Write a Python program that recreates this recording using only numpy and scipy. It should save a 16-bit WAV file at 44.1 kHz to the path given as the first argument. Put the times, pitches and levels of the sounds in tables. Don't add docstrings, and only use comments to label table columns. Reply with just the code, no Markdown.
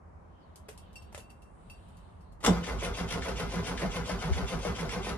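import sys
import numpy as np
from scipy import signal
from scipy.fft import rfft, irfft, next_fast_len
from scipy.io import wavfile
from scipy.ndimage import uniform_filter1d

SR = 44100
rng = np.random.default_rng(int(sys.argv[2]) if len(sys.argv) > 2 else 0)


def dump_mix(stems):
    frames = np.atleast_2d(stems).T
    limited = np.clip(frames, -1, 1)
    pcm = np.round(limited * 32767).astype(np.int16)
    wavfile.write(sys.argv[1], SR, pcm)


N = 228349
T = np.arange(N) / SR

# time of top dead centre in seconds, relative level of its exhaust puff in dB.
COMPRESSIONS = [(2.682, -46), (2.838, -41), (2.984, -36), (3.126, -37), (3.264, -45), (3.402, -37.5),
                (3.543, -35), (3.679, -39), (3.817, -34.5), (3.953, -37), (4.095, -35.5), (4.233, -34),
                (4.372, -38), (4.512, -35), (4.653, -37), (4.793, -36.5), (4.935, -39), (5.072, -39.5)]
# frequency in Hz, relative level in dB.
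KEY_CLICK_COLOUR = [(1000, -31), (2700, 5), (5000, 6.5), (9000, 10.5), (13000, 1), (15500, -28)]
# frequency in Hz, relative level in dB.
THROB_COLOUR = [(15, -44), (28, -26), (40, 6.5), (57, -7.5), (75, -8.5), (97, 3), (125, -4), (170, -3.5),
                (240, -4.5), (330, -14), (700, -44), (5000, -100)]

ENGAGE_S, LOADED_S = 2.465, 2.53
FREE_HZ, DRAGGED_HZ = 531.7, 385.5


def gain_of(db):
    return 10 ** (np.asarray(db) / 20)


def evened(x):
    return x / np.sqrt(np.mean(x ** 2) + 1e-20)


def read(points, hz):
    f, value = np.transpose(points)
    return np.interp(np.log(hz + 1), np.log(f + 1), value)


def noise():
    return rng.standard_normal(N)


def drift(hz):
    smoothing = np.exp(-(np.fft.rfftfreq(N, 1 / SR) / hz) ** 2)
    return evened(irfft(rfft(noise()) * smoothing, N))


def grit(per_s, spread_db):
    hits = rng.random(N) < per_s / SR
    sizes = gain_of(spread_db * np.minimum(rng.exponential(1, N), 3))
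    return evened(noise() * hits * sizes)


def colour(x, points, case_db=None, size=4096):
    # frequency in Hz, width in Hz, a level in dB that goes unused.
    case_modes = [(1395, 48, 0), (2180, 210, -2), (2630, 22, -7), (3180, 13, -7), (3360, 9, -7),
                  (3480, 76, -9), (4640, 130, -14), (5800, 920, -15), (6230, 40, -15), (7500, 64, -19)]
    hz = abs(np.fft.fftfreq(size, 1 / SR))
    db = read(points, hz)
    if case_db is not None:
        peaks = [1 / (1 + (2 * (hz - f) / width) ** 2) for f, width, _ in case_modes]
        db = db + case_db * np.max(peaks, 0)
    spectrum = np.exp(np.conj(signal.hilbert(np.log(gain_of(db)))))
    ringing = np.fft.ifft(spectrum).real
    return signal.oaconvolve(x, ringing / np.linalg.norm(ringing))[:N]


def resonate(x, hz, width):
    turn = np.exp(2j * np.pi * np.cumsum(hz) / SR)
    r = np.exp(-np.pi * width / SR)
    smooth = signal.lfilter([1 - r], [1, -r], x / turn)
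    return 2 * (turn * smooth).real


def taps(times, db):
    out = np.zeros(N)
    out[np.round(np.asarray(times) * SR).astype(int)] = gain_of(db)
    return out


def blows(times, db, decay):
    rows = zip(*np.broadcast_arrays(times, db, decay))
    return sum(gain_of(d) * (T >= s) * np.exp(-abs(T - s) / k) for s, d, k in rows)


def swells(times, db, rise, fall):
    power = 0
    for s, d in zip(*np.broadcast_arrays(times, db)):
        distance = (T - s) / np.where(T < s, rise, fall)
        power = power + gain_of(2 * d) * np.exp(-np.minimum(distance ** 2, 60))
    return np.sqrt(power)


def dead_centres():
    return np.transpose(COMPRESSIONS)[0]


def stroke_share():
    s = dead_centres()
    turns = np.r_[ENGAGE_S, s, 2 * s[-1] - s[-2]]
    return np.interp(T, turns, np.arange(len(s) + 2)) % 1


def cranking():
    return np.clip((T - ENGAGE_S) / (LOADED_S - ENGAGE_S), 0, 1)


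def easing():
    ease_db_per_s = 0.54
    return gain_of(-ease_db_per_s * np.maximum(T - LOADED_S, 0))


def teeth(uneven_db=5.5):
    hz = DRAGGED_HZ + (FREE_HZ - DRAGGED_HZ) * np.cos(np.pi * stroke_share()) ** 2
    count = np.cumsum(hz * (1 + 0.025 * drift(60.27))) / SR
    strikes = np.diff(np.floor(count), prepend=0) * gain_of(uneven_db * drift(300))
    return evened(strikes - strikes.mean())


def panels(drive, width_hz=26):
    # frequency in Hz, relative level in dB.
    panel_modes = [(389, 6), (489, 5), (677, 1), (784, -8), (1000, 1.5), (1246, 2), (1400, 3.5), (1497, -7),
                   (2017, 0.5)]
    ringing = 0
    for hz, db in panel_modes:
        ringing = ringing + gain_of(db) * evened(resonate(drive, hz * np.ones(N), width_hz))
    return evened(ringing)


def gears(strikes, rough=0.77, steady_db=-50, take_up_db=-35, drone_db=-46.0, panels_db=-5):
    # frequency in Hz, relative level in dB.
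    growl_colour = [(150, -55.5), (260, 4), (325, -13.5), (390, 7.5), (560, 2), (700, -2), (900, -2),
                    (1450, -6), (1650, -15.5), (2150, -14.5), (2700, -23), (4000, -20.5), (8000, -23.5),
                    (13000, -71)]
    growl_db, growl_delay_s = -38, 0.015
    s = dead_centres()
    drive = np.sqrt(1 - rough) * strikes + np.sqrt(rough) * grit(3500, 3.0)
    load_db = np.r_[take_up_db, np.full(len(s), growl_db)]
    load = swells(np.r_[LOADED_S, s + growl_delay_s], load_db, 0.025, 0.048)
    force = drive * np.hypot(load, gain_of(steady_db) * cranking())
    growl = colour(force, growl_colour, case_db=0.5)
    ringing = gain_of(panels_db) * np.std(growl) * panels(force)
    slowest_hz = np.full(N, DRAGGED_HZ)
    drone = evened(resonate(resonate(strikes, slowest_hz, 122), slowest_hz, 122))
    return growl + ringing + drone * swells(s + 0.078, drone_db, 0.05, 0.014)


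def whine(strikes, rough=0.7, fade_db=-4, bite_db=-41, bite_s=0.013):
    release_share = 0.677
    whine_hz, sag_octaves, whine_db = 3395, 2.33, -54.5
    width_hz = 850
    since = (stroke_share() - release_share) % 1
    pitch = whine_hz * 2 ** (-sag_octaves * since) * (1 + 0.041 * drift(20))
    song = strikes + rough * noise()
    for _ in range(3):
        song = resonate(song, pitch, width_hz)
    steady = gain_of(whine_db + fade_db * since ** 2) * cranking()
    return evened(song) * np.hypot(steady, blows(dead_centres(), bite_db, bite_s))


def rasp(idle_db=-57.5, snap_db=-44):
    # frequency in Hz, relative level in dB.
    bright_colour = [(900, -16), (2000, -1.5), (3100, 1.5), (4000, -4.5), (5800, -6.5), (7500, -13.5),
                     (10000, -7.5), (12300, -24), (13500, -31), (14300, -7)]
    chatter_db, rattle_db, rattle_lead_s = -42.5, -43.5, 0.032
    s = dead_centres()
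    chatter = np.hypot(swells(s, chatter_db, 0.022, 0.021), blows(s - 0.003, snap_db, 0.014)) * easing()
    level = np.hypot(chatter, gain_of(idle_db) * cranking())
    flicker = gain_of(3.9 * drift(73.0))
    bright = colour(level * grit(5000, 1.7) * flicker, bright_colour, case_db=3.5)
    rattle = swells(s - rattle_lead_s, rattle_db, 0.014, 0.018)
    dull = [(1000, -18.5), (2100, -5.0), (3100, 3.5), (4200, -8),
            (6000, -8), (7500, -7.5), (10000, -21), (13000, -43)]
    return bright + colour(rattle * grit(5000, 1.6), dull, case_db=6)


def clatter(strike_db=21.0, rattle_db=-10.0):
    # time in seconds, relative level in dB.
    backlash = [(2.826, -31.5), (3.261, -31.5), (3.538, -35.5), (3.82, -28.5), (3.832, -27.5),
                (4.095, -29.5), (4.259, -42), (4.371, -31.5), (4.651, -30.5), (4.79, -33), (5.069, -31)]
    # frequency in Hz, relative level in dB.
    knock_colour = [(120, -68), (270, 9), (450, 6), (650, 11.5), (950, -12), (2000, -2.5), (4000, -30),
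                    (12000, -32), (16000, -72)]
    # frequency in Hz, relative level in dB.
    clack_colour = [(300, -32), (1200, -7), (1800, 4), (2150, 8), (2600, -6), (3400, -6), (4200, -6),
                    (6000, -14.5), (10000, -21), (15000, -63)]
    tappet_db, tappet_lead_s = -34.5, 0.043
    s, db = np.transpose(backlash)
    force = taps(s, db + strike_db) + blows(s, db + rattle_db, 0.028) * noise()
    knocks = colour(force, knock_colour, case_db=5)
    one_cylinder = dead_centres()[::4]
    clacks = blows(one_cylinder - tappet_lead_s, tappet_db, 0.0071) * grit(6000, 3.6)
    return colour(clacks, clack_colour, case_db=4) + knocks


def starter(heave_db=-11, bend=0.5, bend_s=0.0095):
    # start in seconds, relative level in dB, decay in seconds.
    slam = [(2.404, -54, 0.043), (2.429, -41, 0.014), (2.439, -30.5, 0.016), (2.448, -21, 0.0047),
            (2.463, -18.5, 0.0062), (2.47, -30.5, 0.0027)]
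    # frequency in Hz, relative level in dB.
    clash_colour = [(88, -43), (150, -9.5), (649, -6.5), (1250, -3.5), (1700, -15), (2020, -4), (2600, -12),
                    (3340, -7), (4210, -18), (5300, -12), (8410, -16), (12600, -30), (15000, -49)]
    # time in seconds, level in dB.
    stops = [(2.452, -27.5), (2.479, -21)]
    lurch_s, lurch_db = 2.504, -19.5
    rock_db, rock_decay_s, rock_hz = -26.5, 0.079, 172
    crash = colour(blows(*np.transpose(slam)) * grit(6000, 1.8), clash_colour, case_db=-1.5)

    clunk_colour = [(100, -32), (250, -12.5), (450, 2), (700, -5.5),
                    (1000, -8.0), (1600, -17.5), (4000, -49), (15000, -78)]
    clunk = colour(swells(*np.transpose(stops), 0.0072, 0.013) * noise(), clunk_colour)

    fall = bend * np.exp(-np.maximum(T - stops[-1][0], 0) / bend_s)
    hz = rock_hz * (1 + fall + 0.043 * drift(36))
    rock = np.sqrt(2) * np.sin(2 * np.pi * np.cumsum(hz) / SR)
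    shake_colour = [(40, -36), (65, -40), (120, 9.5), (250, 14.0),
                    (480, 4.0), (800, -10.0), (2000, -20), (15000, -116)]
    shake = colour(noise(), shake_colour)
    lurch = swells([lurch_s], lurch_db, 0.016, 0.015)
    jolt = np.hypot(lurch, blows([lurch_s], rock_db, rock_decay_s))
    heave = gain_of(heave_db) * lurch * colour(noise(), THROB_COLOUR)
    return crash + clunk + jolt * (rock + 0.3 * shake) + heave


def exhaust(puff_db=2.04):
    puff_hz, puff_delay_s = 172.3, 0.037
    s, db = np.transpose(COMPRESSIONS)
    turns = np.cumsum(puff_hz * (1 + 0.0794 * drift(78.2))) / SR
    puffs = swells(s + puff_delay_s, db + puff_db, 0.02, 0.025)
    return np.sqrt(2) * puffs * np.sin(2 * np.pi * turns) * gain_of(1.7 * drift(52))


def throb(hz=57, rumble_db=-41, slack_db=-6):
    throb_db, throb_delay_s = -38, 0.077
    strain_db = 5.5
    s = np.r_[LOADED_S, dead_centres() + throb_delay_s]
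    boom = swells(s, throb_db + strain_db * (np.arange(len(s)) < 2), 0.039, 0.038)
    turns = np.cumsum(hz * (1 + 0.096 * drift(24.5))) / SR
    tone = np.sqrt(2) * np.sin(2 * np.pi * turns)
    eased = gain_of(rumble_db + slack_db * np.cos(np.pi * stroke_share()) ** 2)
    return boom * tone * easing() + eased * colour(noise() * cranking(), THROB_COLOUR)


def keys(strike_db=15.0, touch_spread_db=2.0):
    # start in seconds, relative click level in dB, relative ring level in dB.
    touches = [(0.558, -49, -80), (0.777, -51, -60), (0.931, -55, -75), (0.957, -47, -46.5),
               (1.023, -52.5, -56), (1.201, -56, -55.5), (1.297, -73, -58), (1.421, -56, -62.5),
               (1.699, -49.5, -47), (1.886, -61, -84), (1.97, -55, -66), (2.208, -63, -67.5),
               (2.323, -59.5, -78)]
    # frequency in Hz, relative level in dB, time to fall by 60 dB in seconds.
    key_modes = [(2704, 1, 0.19), (4600, -10, 0.18), (5560, -8.5, 0.12), (8100, -8.5, 0.21),
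                 (9600, -13, 0.15), (12160, -25, 0.07), (12860, -36, .1), (13260, -17, 0.091)]
    s, click_db, ring_db = np.transpose(touches)
    scrape = blows(s, click_db + 0.5, 0.0029) * grit(2500, 10.7)
    out = colour(taps(s, click_db + strike_db) + scrape, KEY_CLICK_COLOUR)
    hz, db, t60 = np.transpose(key_modes)[:, :, None]
    t = T[:SR // 3]
    for start, level_db in zip(s, ring_db):
        touch, phase, detune = rng.standard_normal((3, len(hz), 1))
        fade = gain_of(level_db + db + touch_spread_db * touch - 60 * t / t60)
        ring = fade * np.sin(2 * np.pi * (hz * (1 + 0.0018 * detune) * t + phase))
        out[round(start * SR):][:len(t)] += ring.sum(0)
    return out


def lock(barrel_db=2.5, pins_db=0.0):
    # time in seconds, relative level in dB.
    pin_scrapes = [(0.689, -49), (0.707, -53.5), (0.727, -60), (1.128, -54), (1.15, -51.5), (1.18, -47.5),
                   (1.194, -53), (1.305, -64)]
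    # frequency in Hz, relative level in dB.
    barrel_colour = [(200, -18), (420, -1.5), (600, 3), (1000, -7), (1500, -6), (2200, -9), (2800, -10),
                     (5000, -37), (15000, -72)]
    seat_s, seat_db, seat_hz, seat_decay_s = 0.686, -40, 427, 0.012
    scrape = swells(*np.transpose(pin_scrapes), 0.0036, 0.0031) * grit(1300, 4.5)
    seat = blows([seat_s], seat_db, seat_decay_s) * np.sin(2 * np.pi * seat_hz * (T - seat_s))
    barrel = gain_of(barrel_db) * colour(scrape, barrel_colour)
    pins = gain_of(pins_db) * colour(scrape, KEY_CLICK_COLOUR)
    return seat + barrel + pins


def buffet(hz=76, width=0.01, crossing_s=0.0042, right_db=-6.0):
    # time in seconds, level in dB on the left.
    thumps = [(4.322, -18.5), (4.369, -29), (4.44, -28)]
    s, db = np.transpose(thumps)
    push = -np.sqrt(2) * swells(s, db, width, width) * np.cos(2 * np.pi * hz * (T - s[0]))
    return np.array([push, gain_of(right_db) * np.interp(T - crossing_s, T, push)])


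def birds():
    # start in seconds, length in seconds, start and end pitch in Hz, relative level in dB.
    whistles = [(0.267, 0.24, 3300, 2870, -80.5), (0.36, 0.14, 5550, 3230, -81),
                (0.785, 0.13, 3270, 2940, -78), (1.958, 0.16, 4260, 4100, -81),
                (2.17, 0.23, 4150, 4200, -82.5)]
    out = np.zeros(N)
    for s, length, start_hz, end_hz, db in whistles:
        count = round(length * SR)
        waver = 1 + 0.41 * uniform_filter1d(rng.standard_normal(count), size=100)
        hz = np.linspace(start_hz, end_hz, count) * waver
        whistle = 2 * np.hanning(count) * np.sin(2 * np.pi * np.cumsum(hz) / SR)
        out[round(s * SR):][:count] += gain_of(db) * whistle
    return out


def outdoors(gust_db=0.0, waver_db=0.3):
    # time in seconds, level in dB.
    breeze_level = [(0, -55), (.5, -55), (1.15, -50.5), (1.45, -56.5), (1.7, -52.5)]
    # frequency in Hz, relative level in dB.
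    breeze_colour = [(20, -51), (40, 5.5), (60, 4.5), (85, 6), (120, -5), (175, -2), (260, -12.5),
                     (500, -40), (5000, -100)]
    # time of its height in seconds, level in dB.
    chorus_swells = [(.45, -79.5), (.85, -71.5), (1.78, -71.5)]
    # frequency in Hz, relative level in dB.
    wash_colour = [(120, -29), (220, -7), (450, -7.5), (650, -7.5), (1030, -8), (1500, -17.5), (2200, -26),
                   (3500, -43.5), (6000, -41.5), (10000, -44.5), (12500, -57), (16000, -69)]
    breeze_db = np.interp(T, *np.transpose(breeze_level)) + gust_db * drift(2.7)
    breeze = gain_of(breeze_db) * colour(noise(), breeze_colour)

    hiss_s, hiss_db, hiss_width_s = 1.78, -75.5, 0.28
    hiss_colour = [(2000, -29), (5500, -31), (7500, -11), (9500, -6), (11500, -28), (14000, -65)]
    hiss = swells([hiss_s], hiss_db, hiss_width_s, hiss_width_s) * colour(noise(), hiss_colour)

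    rise_s, fall_s = 0.13, 0.3
    chorus_colour = [(1200, -24), (2300, -3), (3100, 1), (4300, -4.5), (5500, -21), (9000, -26)]
    chorus = swells(*np.transpose(chorus_swells), rise_s, fall_s) * colour(noise(), chorus_colour)

    wash_db = -59
    sides = np.array([colour(noise(), wash_colour) for _ in "LR"])
    wash = gain_of(wash_db + waver_db * drift(4.4)) * sides
    return yard(breeze + hiss + chorus, 0, wet_db=9) + wash


def yard(x, lag_samples, wet_db=0., size=16384):
    # frequency in Hz, relative level in dB.
    scatter = [(50, -14), (170, -16.5), (400, -1.5), (1000, -2), (3000, 3.5), (8000, 3.5)]
    # frequency in Hz, time to fall by 60 dB in seconds.
    tail_t60 = [(60, 0.39), (200, 0.066), (1000, 0.19), (4000, 0.16), (12000, 0.17)]
    count = next_fast_len(N + size)
    hz = np.fft.rfftfreq(count, 1 / SR)
    bands, t, z = signal.stft(rng.standard_normal((3, 2, size)), SR, nperseg=256)
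    z = z * gain_of(-60 * t / read(tail_t60, bands)[:, None])
    tails = signal.istft(z, SR, nperseg=256)[1]
    tails /= np.linalg.norm(tails, axis=2, keepdims=True)
    feeds = np.sqrt(2 / 3) * np.cos(2 * np.pi * (9 * T + np.arange(3)[:, None] / 3))
    scattered = (rfft(x * feeds, count)[:, None] * rfft(tails, count)).sum(0)
    lags = np.array([[0], [lag_samples]])
    direct = rfft(x, count) * np.exp(-2j * np.pi * hz * lags / SR)
    wet = gain_of(read(scatter, hz) + wet_db)
    return irfft((direct + wet * scattered) / np.sqrt(1 + wet ** 2), count)[:, :N]


def scene():
    top_hz = 13400
    strikes = teeth()
    running = gears(strikes) + whine(strikes) + rasp() + clatter()
    running = signal.sosfilt(signal.butter(16, top_hz, fs=SR, output="sos"), running)
    metal = yard(running + starter(), 3.66, wet_db=-2.0)
    bass = yard(exhaust() + throb(), -16, wet_db=4.0)
    cab = yard(keys() + lock(), 3.74, wet_db=1.5)
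    trees = yard(birds(), 0, wet_db=10)
    return metal + bass + cab + trees + outdoors() + buffet()


def record(dry):
    # frequency in Hz, difference in dB.
    side_lean = [(60, -2.5), (99, -2), (160, -0.5), (270, -1.5), (450, 0.5), (740, 1.5), (1220, 0.5),
                 (2010, 0.5), (3330, 0.5), (5500, 6.5), (9080, -3.5), (15000, 0.0)]
    edge_hz = 15650
    lean_db = read(side_lean, np.fft.rfftfreq(N, 1 / SR)) / 2
    heard = irfft(rfft(dry) * gain_of([lean_db, -lean_db]), N)
    low_pass = signal.firwin(511, edge_hz, window=("kaiser", 9), fs=SR)
    return signal.oaconvolve(heard, low_pass[None], "same")


dry = scene()
out = record(dry)
dump_mix(out)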